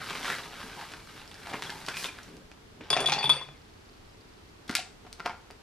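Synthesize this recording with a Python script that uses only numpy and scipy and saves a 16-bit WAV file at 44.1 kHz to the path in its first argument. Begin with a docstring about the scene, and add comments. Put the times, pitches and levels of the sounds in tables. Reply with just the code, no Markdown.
"""A hand rummages for ice in a plastic bag: cubes scrape, knock and sing while the film crackles.
The cubes then tumble into a glass tumbler on a tray, and each landing rings the wall.
After a lull with faint ticks, a part-filled plastic bottle is gripped: the palm thumps it, its wall pops
and the drink gulps. A quiet furnished room, heard from the table by a close pair of microphones;
noise excites modelled resonances, and decaying tones make the glass ring and the drink gulp."""
import sys
import numpy as np
from scipy import signal
from scipy.fft import rfft, irfft, next_fast_len
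from scipy.io import wavfile
from scipy.ndimage import uniform_filter1d

SR = 44100
rng = np.random.default_rng(int(sys.argv[2]) if len(sys.argv) > 2 else 0)


def wav_record(signal):
    """Record a signal, one row per channel, as 16-bit PCM in the file named by sys.argv[1]."""
    frames = np.transpose(np.atleast_2d(signal))
    bounded = np.clip(frames, -1, 1)
    # unit amplitude maps onto the largest positive 16-bit level
    quanta = np.round(bounded * 32767).astype(np.int16)
    wavfile.write(sys.argv[1], SR, quanta)


N = 247842

# Spectrum of pieces sliding on glass and of fingers on plastic: pitch_hz, relative level_db [dB per Hz]
SLIDING = [(100, -9.5), (300, 3.5), (750, 0), (1400, -1), (2500, -1.5), (5000, -12), (8000, -22.5),
           (15000, -32)]


def amp(db):
    """Decibels to gain."""
    return 10 ** (np.asarray(db) / 20)


def unit(x):
    """Scales to rms 1."""
    return x / np.sqrt(np.mean(x ** 2) + 1e-20)


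def read(points, hz):
    """Reads a table on a log-frequency axis."""
    f, value = np.transpose(points)
    return np.interp(np.log(hz + 1), np.log(f + 1), value)


def level(rows, order=1):
    """Gain over time from one dB column of a curve; -120 dB outside it."""
    rows = np.asarray(rows)
    return amp(np.interp(np.arange(N) / SR, rows[:, 0], rows[:, order], left=-120, right=-120))


def add(mix, s, sound):
    """Mixes a sound in at time s."""
    start = max(round(s * SR), 0)
    part = mix[start:][:len(sound)]
    part += sound[:len(part)]


def colour(x, points, size=2048):
    """Causal (minimum-phase) filter with the given spectrum."""
    log_gain = np.log(amp(read(points, abs(np.fft.fftfreq(size, 1 / SR)))))
    taps = np.fft.ifft(np.exp(np.conj(signal.hilbert(log_gain)))).real
    return signal.fftconvolve(x, taps)[:len(x)]


def body(x, modes):
    """Adds the ringing of an object's resonances to what strikes it."""
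    ringing = 0
    for hz, width_hz, db in modes:
        b, a = signal.iirpeak(hz, hz / width_hz, fs=SR)
        ringing = ringing + amp(db) * signal.lfilter(b, a, x)
    return x + ringing


def resonate(x, hz, width_hz):
    """A resonance of gain 1 that follows a pitch curve, by shifting the pitch to zero and smoothing."""
    turn = np.exp(2j * np.pi * np.cumsum(hz * np.ones(len(x))) / SR)
    r = np.exp(-np.pi * width_hz / SR)
    return 2 * (turn * signal.lfilter([1 - r], [1, -r], x / turn)).real


def pair(z, alike):
    """Blends two unrelated signals into a left and right that are alike by frequency."""
    a, b = rfft(z)
    c = np.clip(read(alike, np.fft.rfftfreq(z.shape[1], 1 / SR)), -1, 1)
    mid = a * np.sqrt((1 + c) / 2)
    side = b * np.sqrt((1 - c) / 2)
    return irfft([mid + side, mid - side], z.shape[1])


def place(x, lead_us, shade_db):
    """Sets a source off-centre: a positive lead reaches the left first, and shade weakens treble on the right."""
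    size = next_fast_len(N + 64)
    hz = np.fft.rfftfreq(size, 1 / SR)
    # share of shade_db at each pitch, strongest near 3400 Hz
    shade = read([(400, .1), (1300, .3), (2400, .5), (3400, 1), (4500, .7), (8000, .15)], hz)
    # half of the difference goes to each side
    half = amp(shade_db / 2 * shade) * np.exp(1j * np.pi * hz * lead_us / 1e6)
    return irfft(rfft(x, size) * np.array([half, 1 / half]), size)[:, :N]


def burst(s, length_s, db):
    """Gain over time of one movement: it swells, holds and fades."""
    out = np.zeros(N)
    add(out, s, amp(db) * signal.windows.tukey(round(length_s * SR), .6))
    return out


def stirred(rows, rise_s, fall_s, lag_s=0):
    """Gain over time of the friction around blows: it builds to each one by its strength and dies away."""
    t = np.arange(0, N, 32) / SR
    power = np.zeros(len(t))
    for s, db, *_ in rows:
        after = t - s - lag_s
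        power += amp(db) ** 2 * np.exp(-2 * np.maximum(-after / rise_s, after / fall_s))
    return np.interp(np.arange(N) / SR, t, np.sqrt(power))


def clumps(per_s, fall_s, steady):
    """Gain over time of crumpling: folds give way at random, each in a short flurry over a steady rub."""
    starts = rng.uniform(0.59, 1, N) * (rng.random(N) < per_s / SR)
    flurries = signal.lfilter([1], [1, -np.exp(-2 / (fall_s * SR))], starts)
    return unit(np.sqrt(steady ** 2 + flurries))


def shifting(x, depth_db, hold_s, width_hz):
    """Contacts change as things move, so resonances come and go at random pitches."""
    z = signal.stft(x, nperseg=512)[2]
    bins, frames = round(width_hz * 512 / SR), round(hold_s * SR / 256)
    patches = uniform_filter1d(rng.standard_normal(z.shape), bins, 0)
    patches = uniform_filter1d(patches, frames, 1)
    return unit(signal.istft(z * amp(depth_db * unit(patches)), nperseg=512)[1][:N])


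def grains(per_s, spread_db, spectrum):
    """Countless tiny slips and snaps, a few of them large."""
    sizes = amp(spread_db * np.minimum(rng.exponential(1, N), 4)) * rng.choice([-1, 1], N)
    happens = rng.random(N) < per_s / SR
    return unit(colour(sizes * happens, spectrum))


def clinks(per_s, width_hz, spectrum, count=36):
    """Many small cubes, each with its own dull pitch, tap one another at random."""
    pitches = np.linspace(500, 6000, count) * rng.uniform(.95, 1.05, count)
    taps = rng.standard_normal((count, N)) * (rng.random((count, N)) < per_s / count / SR)
    cubes = np.zeros(N)
    for hz, tap in zip(pitches, taps):
        b, a = signal.iirpeak(hz, hz / width_hz, fs=SR)
        cubes += signal.lfilter(b, a, tap)
    return unit(colour(cubes, spectrum))


def knock(spectrum, thin_db, width_hz, tilt_db, contact_s, pitch_hz, pitch_db, size=4096, count=7):
    """A brief chatter of contact rings the struck piece at its own pitch and at lesser, random ones."""
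    pivot_hz = 1500  # the spectrum tilts about this pitch
    age = np.arange(size) / SR / max(contact_s, 1e-4)
    # the contact swells, dies, and leaves a weaker shudder behind it
    fade = (np.exp(-age) + .12 * np.exp(-age / 5)) * (1 - np.exp(-4 * age))
    # a flat spectrum with random phases keeps every blow at its own strength
    phases = np.angle(rfft(rng.standard_normal(size) * fade))
    chatter = irfft(np.exp(1j * phases)) * np.sqrt(fade)
    lesser_hz = 900 * 7 ** ((np.arange(count) + rng.random(count)) / count)
    chatter = body(chatter, [(hz, width_hz + hz / 40, -2) for hz in lesser_hz])
    chatter = chatter / np.linalg.norm(chatter)
    chatter = body(chatter, [(pitch_hz, width_hz + pitch_hz / 16, pitch_db)])
    hz = np.geomspace(50, 15000, 60)
    tilt = tilt_db * np.log2(np.clip(hz, 200, 9000) / pivot_hz)
    # just below its own pitch the piece thins by thin_db an octave, for an octave and a half
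    thinning = thin_db * np.clip(np.log2(.85 * pitch_hz / hz), 0, 1.5)
    return colour(chatter, np.transpose([hz, read(spectrum, hz) + tilt - thinning]))


def knocks(rows, spectrum, thin_db, width_hz):
    """Plays a table of knocks; the wider their resonances, the duller they ring."""
    out = np.zeros(N)
    for s, db, tilt_db, contact_s, pitch_hz, pitch_db, *_ in rows:
        add(out, s, amp(db) * knock(spectrum, thin_db, width_hz, tilt_db, contact_s, pitch_hz, pitch_db))
    return out


def stillness():
    """Low rumble of the house under a faint hiss: shaped noise, most alike left and right in the bass."""
    # spectrum of the still room: pitch_hz, relative level_db
    quiet = [(12, -35.5), (20, -5.5), (103, -5.5), (126, -10.5), (180, -11), (219, -10), (324, -10.5),
             (352, -11), (452, -10), (491, -17), (881, -17), (2270, -22.5), (4430, -25.5), (13500, -41.5),
             (15500, -53)]
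    # left-right likeness of the still room: pitch_hz, likeness [0-1]
    quiet_alike = [(60, 1), (130, 0.92), (290, 0.14), (640, 0.01), (2000, 0)]
    hz = np.fft.rfftfreq(N, 1 / SR)
    noise = irfft(rfft(rng.standard_normal((2, N))) * amp(read(quiet, hz)), N)
    return amp(-53) * unit(pair(noise, quiet_alike))


def room(x, first_s=.0052, early_db=6, early_s=0.0024):
    """Nearby surfaces answer after a few milliseconds, then a short soft tail follows."""
    # decay time of the echoes: pitch_hz, t60_s
    room_t60 = [(150, 0.19), (400, 0.3233), (1000, 0.3959), (3000, 0.2827), (8000, 0.3643), (15000, 0.006)]
    # strength of the echoes before the overall gain: pitch_hz, level_db
    room_db = [(150, -8), (350, -4), (800, -5), (3000, -4.5), (9000, -4)]
    # left-right likeness of the echoes: pitch_hz, likeness [0-1]
    echo_alike = [(150, 0.93), (1400, 1), (3100, 0.85), (6800, 0.024), (11000, 0.35)]
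    noise = pair(rng.standard_normal((2, SR // 2)), echo_alike)
    hz, t, z = signal.stft(noise, SR, nperseg=256)
    t60 = read(room_t60, hz)[:, None]
    decay = np.exp(-np.log(1000) * t / t60)
    tail = signal.istft(z * amp(read(room_db, hz)[:, None]) * decay, SR, nperseg=256)[1]
    early = amp(early_db) * np.exp(-np.arange(tail.shape[1]) / SR / early_s)
    tail *= amp(-32) * (1 + early)
    tail = np.pad(tail, ((0, 0), (round(first_s * SR), 0)))
    return signal.fftconvolve(x, tail, axes=1)[:, :N]


def moving_room(x, count=3):
    """As the sources move, the pattern of echoes keeps changing: the sound fades among several tails."""
    turns_per_s = 4.3  # full rounds through the tails
    turn = np.arange(N) / SR * turns_per_s
    feeds = np.array([np.maximum(np.cos(2 * np.pi * (turn + k / count)), 0) for k in range(count)])
    return sum(room(x * feed) for feed in feeds / np.linalg.norm(feeds, axis=0))


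def ticking():
    """A tiny mechanism near the microphones ticks in faint pairs of uneven strength during the lull."""
    from_s, to_s, every_s, pair_s = 3.53, 4.52, .04, .007
    tick_hz, tick_db = 4620, -56.5  # level before the random spread and the fade
    out, t = np.zeros(N), np.arange(SR // 100) / SR
    for s in np.arange(from_s, to_s, every_s):
        for at in (s, s + pair_s):
            tick = rng.standard_normal(len(t))
            for _ in range(2):
                tick = resonate(tick, tick_hz, width_hz=1100)
            add(out, at, amp(tick_db + rng.uniform(-9, 3)) * np.exp(-t / .002) * unit(tick))
    return out


def gulps():
    """The palm thumps the bottle and the jolted drink gulps: brief decaying tones."""
    # palm thumps on the bottle and gulps of the drink: start_s, pitch_hz, level_db, t60_s
    jolts = [(4.6962, 222, -21, 0.032), (4.698, 325, -24.5, .03), (4.789, 735, -26, 0.033),
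             (5.2634, 450, -27, 0.023), (5.305, 844, -33, 0.044)]
    rise_s = 0.0013
    out, t = np.zeros(N), np.arange(SR // 4) / SR
    for s, hz, db, t60 in jolts:
        rise = 1 - np.exp(-t / rise_s)
        add(out, s, amp(db - 60 * t / t60) * rise * np.sin(2 * np.pi * hz * t))
    return out


def bottle():
    """The thin wall buckles under the fingers and rings over the drink inside."""
    # pops and knocks: start_s, relative strength_db, brightness [dB per octave], contact_s, pitch_hz, pitch_gain_db
    pops = [(4.678, -19, 4, 0.0046, 3500, 0), (4.6945, 0.5, -1, 0.0011, 1620, -1),
            (4.7, -6, -0.5, 0.0015, 300, 0), (4.7095, -10, 4, 0.004, 1500, 1.5),
            (4.725, -11, 0, 0.0057, 1550, 7), (4.738, -14, 2, 0.0054, 1750, 5.5),
            (4.7521, 6.5, 4.3, 0.0004, 2300, 2), (4.7545, -2, 4.5, .001, 2700, 4),
            (4.7572, -2.5, 2.5, .002, 2310, 1), (4.7658, -1, 1.5, 0.0007, 2300, 1),
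            (4.7678, -2, 2, .001, 3800, 11), (4.7825, -7, 0, 0.0008, 2700, 5.5),
            (4.792, -9, 2, 0.0044, 4200, 4), (4.799, -8, -0.5, 0.0022, 3200, 9),
            (5.048, -22, -6.5, 0.0046, 420, 1.5), (5.064, -17, -2.5, 0.006, 750, 0),
            (5.1285, -18.5, 7, 0.00036, 2490, -6), (5.1965, -9, -4, 0.0017, 1000, -3),
            (5.2017, -4.5, -4.5, 0.002, 1480, -1), (5.2575, -1.5, -5.5, .0014, 732, 1),
            (5.2602, 3.5, -2, .0014, 1000, -1), (5.2655, -2, -4.5, .0014, 910, 0),
            (5.275, -3.5, -5, 0.00187, 1200, 5), (5.2945, -5, -5.5, .004, 1000, -2),
            (5.304, -10, -6, 0.0027, 2300, 8), (5.502, -15, -4.5, 0.0054, 400, -2),
            (5.509, -22.5, 4.5, 0.00095, 2500, -7.5)]
    # resonances of the bottle: pitch_hz, width_hz, gain_db
    wall = [(156, 34, 8), (302, 79, -7), (430, 65, -0.5), (728, 63, 7), (880, 120, -3), (1403, 75, 1.5),
            (2124, 630, -11.5), (4850, 1200, -0.5)]
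    # spectrum of a knock on the bottle: pitch_hz, relative level_db
    wall_knock = [(50, -30), (140, -6.5), (280, -5.5), (450, -4.5), (800, -4.5), (1400, -3.5), (2000, -4.5),
                  (3000, -3.5), (7000, -14), (9500, -15), (12000, -18.5), (15000, -36)]
    # the fingers rub as the squeeze builds towards each pop and as it eases
    squeeze = stirred(pops, rise_s=0.0142, fall_s=0.024)
    rub = amp(-50.5) * squeeze * grains(per_s=800, spread_db=4.4, spectrum=SLIDING)
    blows = knocks(pops, wall_knock, thin_db=6.5, width_hz=164)
    sound = amp(-2) * body(blows + rub, wall) + gulps()
    return place(sound, lead_us=15, shade_db=3)


def rubs():
    """A cube dragged over its neighbours sings briefly: stick and slip drive one resonance of it."""
    # singing drags: start_s, length_s, pitch_hz, level_db before the swell and fade
    drags = [(0, 0.058, 1490, -51), (0.229, 0.17, 1500, -46), (0.272, 0.09, 1846, -41),
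             (0.557, 0.091, 1553, -52), (.75, 0.12, 830, -48.5), (1.465, 0.1, 780, -45),
             (1.645, 0.041, 3320, -47.5), (1.679, 0.14, 877, -51), (1.888, 0.06, 1564, -48),
             (1.92, 0.1017, 2494, -47), (2.028, 0.09, 2390, -45.5)]
    out = np.zeros(N)
    for s, length_s, hz, db in drags:
        song = rng.standard_normal(SR // 2)[:round(length_s * SR)] ** 3  # cubed: sparse, spiky slips
        for _ in range(2):
            song = resonate(song, hz, width_hz=260)
        add(out, s, amp(db) * unit(song) * signal.windows.tukey(len(song), .6))
    return out


def bag():
    """One effort drives the scraping, most bumping and crackle; knocks, singing drags and single hand
    movements come at their own times."""
    # the hand digging in the bag: time_s, relative effort_db
    rummage = [(0, -42), (.2, -38), (.3, -32.5), (.37, -40.5), (.52, -48), (.61, -43.5), (.69, -45.5),
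               (.83, -45), (1.05, -52.5), (1.19, -48.5), (1.28, -54), (1.46, -48), (1.53, -41.5),
               (1.61, -47), (1.66, -41.5), (1.7, -42), (1.8, -45.5), (2.06, -42.5), (2.14, -52.5),
               (2.29, -55.5), (2.46, -71)]
    # cubes knocking and folds snapping: start_s, relative strength_db, brightness [dB per octave],
    # contact_s, pitch_hz, pitch_gain_db
    ice_blows = [(.097, -6, 0, .003, 3780, 8), (0.104, -0.5, -1, 0.0065, 1148, 5),
                 (.13, -7, -2, 0.0034, 1250, 2), (0.151, -3.5, -1.5, 0.0026, 2210, 0),
                 (.244, -5, 0, 0.0027, 1800, 3), (0.252, 0, 0, 0.0071, 1870, 5),
                 (.268, -3.5, -0.5, 0.0053, 3600, 7), (0.2995, 2, -2, 0.0033, 1550, 5),
                 (.331, -6, -.5, 0.0022, 1850, 4), (.349, -6, -0.5, .004, 1400, 2),
                 (.383, -9.5, -0.5, .003, 1480, 8), (0.633, -18, -6.5, 0.0043, 150, 6.5),
                 (0.811, -9.5, -0.5, 0.00257, 1330, 5), (0.917, -11.5, 1.5, 0.0057, 2400, -5),
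                 (0.936, -8, -1, 0.0035, 1500, -7), (1.215, -17, -0.5, 0.00203, 2400, 2),
                 (1.277, -23, 4, 0.00123, 5200, 7), (1.3135, -15.5, 0.5, 0.00187, 3610, 6.5),
                 (1.343, -18, 3, .0012, 5000, 7), (1.469, -8, -.5, 0.004, 790, 9),
                 (1.494, -10.5, 1.5, .006, 3400, 6), (1.534, -5, -1.5, 0.0037, 2300, 3),
                 (1.5405, 0.5, -5, 0.0035, 940, -2), (1.554, -7, -3, 0.0032, 2300, 10),
                 (1.6225, -1.5, 0.5, 0.0007, 1210, -1), (1.6275, -7.5, 0.5, .0015, 3400, 6),
                 (1.6365, -7, 1.5, 0.0012, 2370, 4), (1.694, -5.5, -2, .004, 1750, 2),
                 (1.7015, -5, 1, 0.0022, 4490, 7), (1.863, -15, 6, 0.0022, 4670, 5.5),
                 (1.8825, 2.5, -2, 0.0053, 1382, 2.5), (1.885, -6, 4.5, 0.0022, 4770, 5),
                 (1.899, -9, 1.5, .002, 5500, 7), (1.941, -8, -0.5, 0.0029, 2550, 3),
                 (1.968, -2.5, 2, 0.003, 2520, 3), (2.0423, -1.5, 1.5, .0025, 3410, 7.5),
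                 (2.049, -4, -2.5, 0.00186, 895, 0), (2.056, -5.5, 0, 0.0029, 3650, 10),
                 (2.186, -14, 0.5, 0.0018, 1440, 10), (2.231, -24.5, 6, 0.00274, 5800, 6),
                 (2.367, -24.5, 4.5, 0.0016, 5000, 5), (2.5155, -16, -1, 0.00088, 2304, 9),
                 (2.807, -15, -5.5, 0.004, 352, 11), (2.808, -16, -2, .007, 2450, 11)]
    # spectrum of a knock in the bag: pitch_hz, relative level_db
    ice_knock = [(50, -17), (220, -1.5), (800, 0), (3000, -1.5), (9000, -16.5), (12000, -25), (15000, -39)]
    # spectra of scraping cubes, crackling film and dull bumps: pitch_hz, relative level_db [dB per Hz]
    scrape_spectrum = [(200, -35), (450, -6.5), (850, 1), (1600, 1), (2500, -1.5), (3800, -3.5),
                       (5500, -12.5), (9000, -31.5)]
    film_spectrum = [(1500, -20.5), (4500, 2), (7000, -3.5), (10000, -4.5), (13000, -6.5), (16000, -33.5)]
    bump_spectrum = [(50, -15.5), (100, -9.5), (148, 4), (200, -4), (380, -2.5), (700, -17), (2000, -50.5)]
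    # the handful of cubes shifts above the glass: start_s, length_s, relative level_db
    handful = (2.805, 0.113, -52.5)
    # hand and sleeve brush dully against the bag and the table: start_s, length_s, relative level_db
    brushes = [(0.613, 0.18, -59), (1.498, 0.1, -53), (2.243, 0.233, -55), (2.666, 0.27, -58)]
    # the film clings to the hand as it pulls out: start_s, length_s, relative level_db
    pull_out = (1.93, 0.17, -47)

    effort = level(rummage)
    drive = effort / amp(-45)  # 1 at the reference effort

    crinkles = grains(per_s=1600, spread_db=4.2, spectrum=scrape_spectrum)
    jostle = crinkles + amp(-2) * clinks(per_s=2200, width_hz=90, spectrum=scrape_spectrum)
    jostle = shifting(jostle, depth_db=1.6, hold_s=.04, width_hz=260)
    jostle = jostle * clumps(per_s=70, fall_s=.008, steady=.55)
    scrape = (amp(-2.5) * effort + burst(*handful)) * jostle

    # crackle and most bumping follow the effort; the exponent is dB gained per dB of effort
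    bumping = amp(-55) * drive ** 0.74 + sum(burst(*row) for row in brushes)
    bump = bumping * grains(per_s=440, spread_db=3, spectrum=bump_spectrum)
    # film on both sides of the hand
    film = 0
    for lead_us in (-15, 35):
        film = film + place(grains(per_s=900, spread_db=1.5, spectrum=film_spectrum), lead_us, shade_db=0)
    crackle = np.hypot(amp(-57.5) * drive ** 0.89, burst(*pull_out)) * film

    blows = amp(-1.5) * knocks(ice_blows, ice_knock, thin_db=2.5, width_hz=73)
    return place(scrape + bump + rubs() + blows, lead_us=11, shade_db=0.5) + crackle


def ring(contact, ring_db, overtones_db, shimmer_db, size=128, count=140):
    """The tumbler's modes ring; ice chattering against the wall (contact 0-1) damps them and shakes their pitch."""
    # modes of the tumbler: pitch_hz, relative level_db, t60_s when free of contact
    glass_modes = [(2649, -24.5, 0.18), (3440, -21, 0.126), (3435.4, -12.5, 0.2435), (3444, -.5, 0.09),
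                   (3560, -17, 0.14), (3780, -24.5, .12), (4300, -18, 0.0604), (4544, -12, .05),
                   (4553, -7, 0.2), (4880, -7, .04), (6560, -19.5, 0.076), (6970, -20, 0.05),
                   (8890, 0.5, 0.045), (9900, -4.5, 0.06), (10540, -12.5, 0.08), (14440, -20.5, 0.096)]
    overtones_hz, shimmer_hz = 4000, 6000  # modes above these are overtones, then shimmer
    damp_db_per_s = 550  # extra decay at full contact
    shake_free, shake_touched = .002, .011  # shares of the pitch
    t = np.arange(size * count) / SR
    hz, db, t60 = np.transpose(glass_modes)[:, :, None]
    # where a cube lands sets each mode's share
    share_db = np.select([hz > shimmer_hz, hz > overtones_hz], [shimmer_db, overtones_db])
    strength_db = db + ring_db + share_db
    strength_db = strength_db + 2 * rng.standard_normal(hz.shape) * (hz > shimmer_hz)
    shake = np.repeat(rng.standard_normal((len(hz), count)), size, axis=1)
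    pitch = hz * (1 + (shake_free + shake_touched * contact) * shake)
    onset = 1 - np.exp(-t / .0004)
    fall_db = (60 / t60 + damp_db_per_s * contact) * t
    modes = amp(strength_db - fall_db) * np.sin(2 * np.pi * np.cumsum(pitch, axis=1) / SR)
    return onset * modes.sum(0)


def tumbler():
    """Each cube knocks through glass and tray and rings the wall; after each blow the cubes slide and settle."""
    # cubes landing: start_s, relative knock_db, brightness [dB per octave], contact_s, pitch_hz, pitch_gain_db,
    # ring_db of the glass, then overtones_db and shimmer_db relative to the ring
    drops = [(2.9022, 5, .5, .0028, 4900, 16, -27, 5, 3.5), (2.9035, -9, 6, .002, 7020, 11, -35, -2, -6),
             (2.909, -1, -3.5, 0.0046, 423, 3, -27, -1, -14),
             (2.929, 6.5, -1, 0.0029, 1110, 4, -18, -8, -16.5),
             (2.936, -5, 0, 0.00194, 2600, -3, -20.5, -8.5, -16),
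             (2.965, 7, -1.5, 0.0027, 685, 2.5, -37, -6, -10),
             (2.971, 5, -0.5, 0.0022, 2390, 3.5, -29.5, -12, -16.5),
             (2.979, -1.5, -2.5, 0.00346, 684, 2.5, -30, -16, -21.5),
             (2.987, -1.5, -2, 0.0022, 762, 4, -33, -16, -26.5),
             (2.996, -1, -2.5, 0.003, 2300, 2, -35, -5, -9),
             (3.0025, -5.5, -3.5, 0.0021, 647, 8, -34, -7, -14.5),
             (3.004, -10, 5.5, 0.00099, 7000, 11, -34, -2, 7),
             (3.019, -6, -4, .0018, 1500, 5, -41, -5, -15),
             (3.028, -4.5, -3.5, 0.0032, 450, 2, -46, 1, -15.5),
             (3.042, -1, -2, 0.0029, 690, 2, -39, -10.5, -11.5),
             (3.059, -6.5, 3.5, 0.0019, 4780, 13, -22, -7, -8),
             (3.064, -6.5, -1, .003, 2500, -0.5, -18, -27, -28),
             (3.074, -2.5, 4.5, .0015, 4100, 7.5, -27, -8, -9),
             (3.0865, 3.5, -1.5, 0.0022, 803, -0.5, -27.5, -9, -6),
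             (3.096, 1, 2.5, 0.003, 2396, 4, -28, -9, -20),
             (3.105, -3, -1.5, .0016, 2500, 7, -29.5, -5.5, -18),
             (3.12, 7, 3, 0.0033, 825, 2, -27.5, -4, -24),
             (3.127, 0, 4.5, 0.00185, 4200, 8, -33.5, -0.5, -22),
             (3.135, 0, 4.5, 0.0029, 4300, 9, -42, 0, -21),
             (3.147, -6, -0.5, .002, 1900, 4, -41, -3, -20.5),
             (3.163, -8.5, -1.5, 0.0027, 820, 4, -47, -4.5, -17),
             (3.181, -2.5, -3, 0.0033, 858, 4, -51, -2, -10.5),
             (3.187, -9.5, 0, 0.0035, 817, 11, -29, 5.5, -14),
             (3.209, -6.5, -2, 0.0026, 800, 6, -33.5, -12, -23.5),
             (3.228, -3.5, -1, .005, 2600, 13, -29, -12, -9),
             (3.2405, 0.5, -2.5, 0.0014, 860, 2, -25, -6.5, -8),
             (3.247, -13.5, -3, 0.0031, 846, 2.5, -22.5, -16, -19),
             (3.257, -12, 2, 0.0029, 2600, 3.5, -20, -14, -24),
             (3.274, -9, -3, 0.0023, 905, 1, -26.5, -17, -20),
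             (3.2937, 6.5, -1, 0.0028, 1144, 8.5, -20.5, -10.5, -2.5),
             (3.299, 3.5, 0, 0.0027, 1148, -2, -12.5, -20, -27),
             (3.316, -3.5, -1, 0.002, 1040, 6, -26, -3, -25), (3.331, -4, -1, .004, 2600, -1, -37, 7, -27),
             (3.366, -16, -2, 0.0031, 1040, 3, -33, -8.5, -22),
             (3.412, -13, -2, 0.00326, 1040, 12, -36, -19, -25),
             (3.487, -15, -3, 0.00194, 2500, 3, -51, -15.5, -25.5)]
    # how closely the tumbling ice crowds the wall: time_s, contact [0-1]
    crowding = [(2.9, .7), (2.94, 1), (3.08, 0.44), (3.19, 0.3), (3.25, 0), (3.3, .05)]
    # the hollow between tumbler and cupped hand rises in pitch as the cubes settle,
    # and opens as the hand lifts: time_s, pitch_hz, relative gain_db
    cupped = [(2.9, 680, 6), (2.97, 686.6, 7), (3.06, 690, 8.5), (3.09, 792, 15.5), (3.18, 820, 12),
              (3.24, 850, 15), (3.28, 870, 8), (3.301, 963, 6), (3.36, 1040, -9)]
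    # resonances of the table and tray under the glass: pitch_hz, width_hz, gain_db
    tray = [(142.4, 8.7, 23), (413, 83, -4), (2450, 280, 0)]
    # spectrum of a knock in the tumbler: pitch_hz, relative level_db
    glass_knock = [(50, -24.5), (140, -4.5), (220, -6.5), (650, 2), (1600, -2), (3000, -3.5), (6500, -9),
                   (9000, -25), (12000, -23), (15000, -42.5)]

    rings = np.zeros(N)
    for s, *_, ring_db, overtones_db, shimmer_db in drops:
        contact = np.clip(np.interp(s, *np.transpose(crowding)), 0, 1)
        add(rings, s, ring(contact, ring_db, overtones_db, shimmer_db))

    jostle = grains(per_s=700, spread_db=3.2, spectrum=SLIDING)
    jostle = jostle + clinks(per_s=550, width_hz=40, spectrum=SLIDING)
    jostle = shifting(jostle, depth_db=3, hold_s=.02, width_hz=400)
    slide = amp(-45) * stirred(drops, rise_s=0.016, fall_s=0.06, lag_s=0.028) * jostle
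    clatter = knocks(drops, glass_knock, thin_db=1.4, width_hz=80) + slide

    times, pitches, _ = np.transpose(cupped)
    hollow_hz = np.interp(np.arange(N) / SR, times, pitches)
    hollow = level(cupped, order=2) * resonate(clatter, hollow_hz, width_hz=71)
    sound = amp(-2.5) * (body(clatter, tray) + amp(-3) * hollow) + rings
    return place(sound, lead_us=44, shade_db=3.8)


def scene():
    """Bag, tumbler and bottle with their echoes, over the still room and the ticks."""
    direct = bag() + tumbler() + bottle()
    return direct + moving_room(direct) + stillness() + ticking()


def record(dry):
    """The band limit of the microphone chain: a steep low-pass at 15.5 kHz."""
    taps = signal.firwin(255, 15500, window=("kaiser", 9), fs=SR)
    return signal.oaconvolve(dry, taps[None], "same")


dry = scene()
out = record(dry)
wav_record(out)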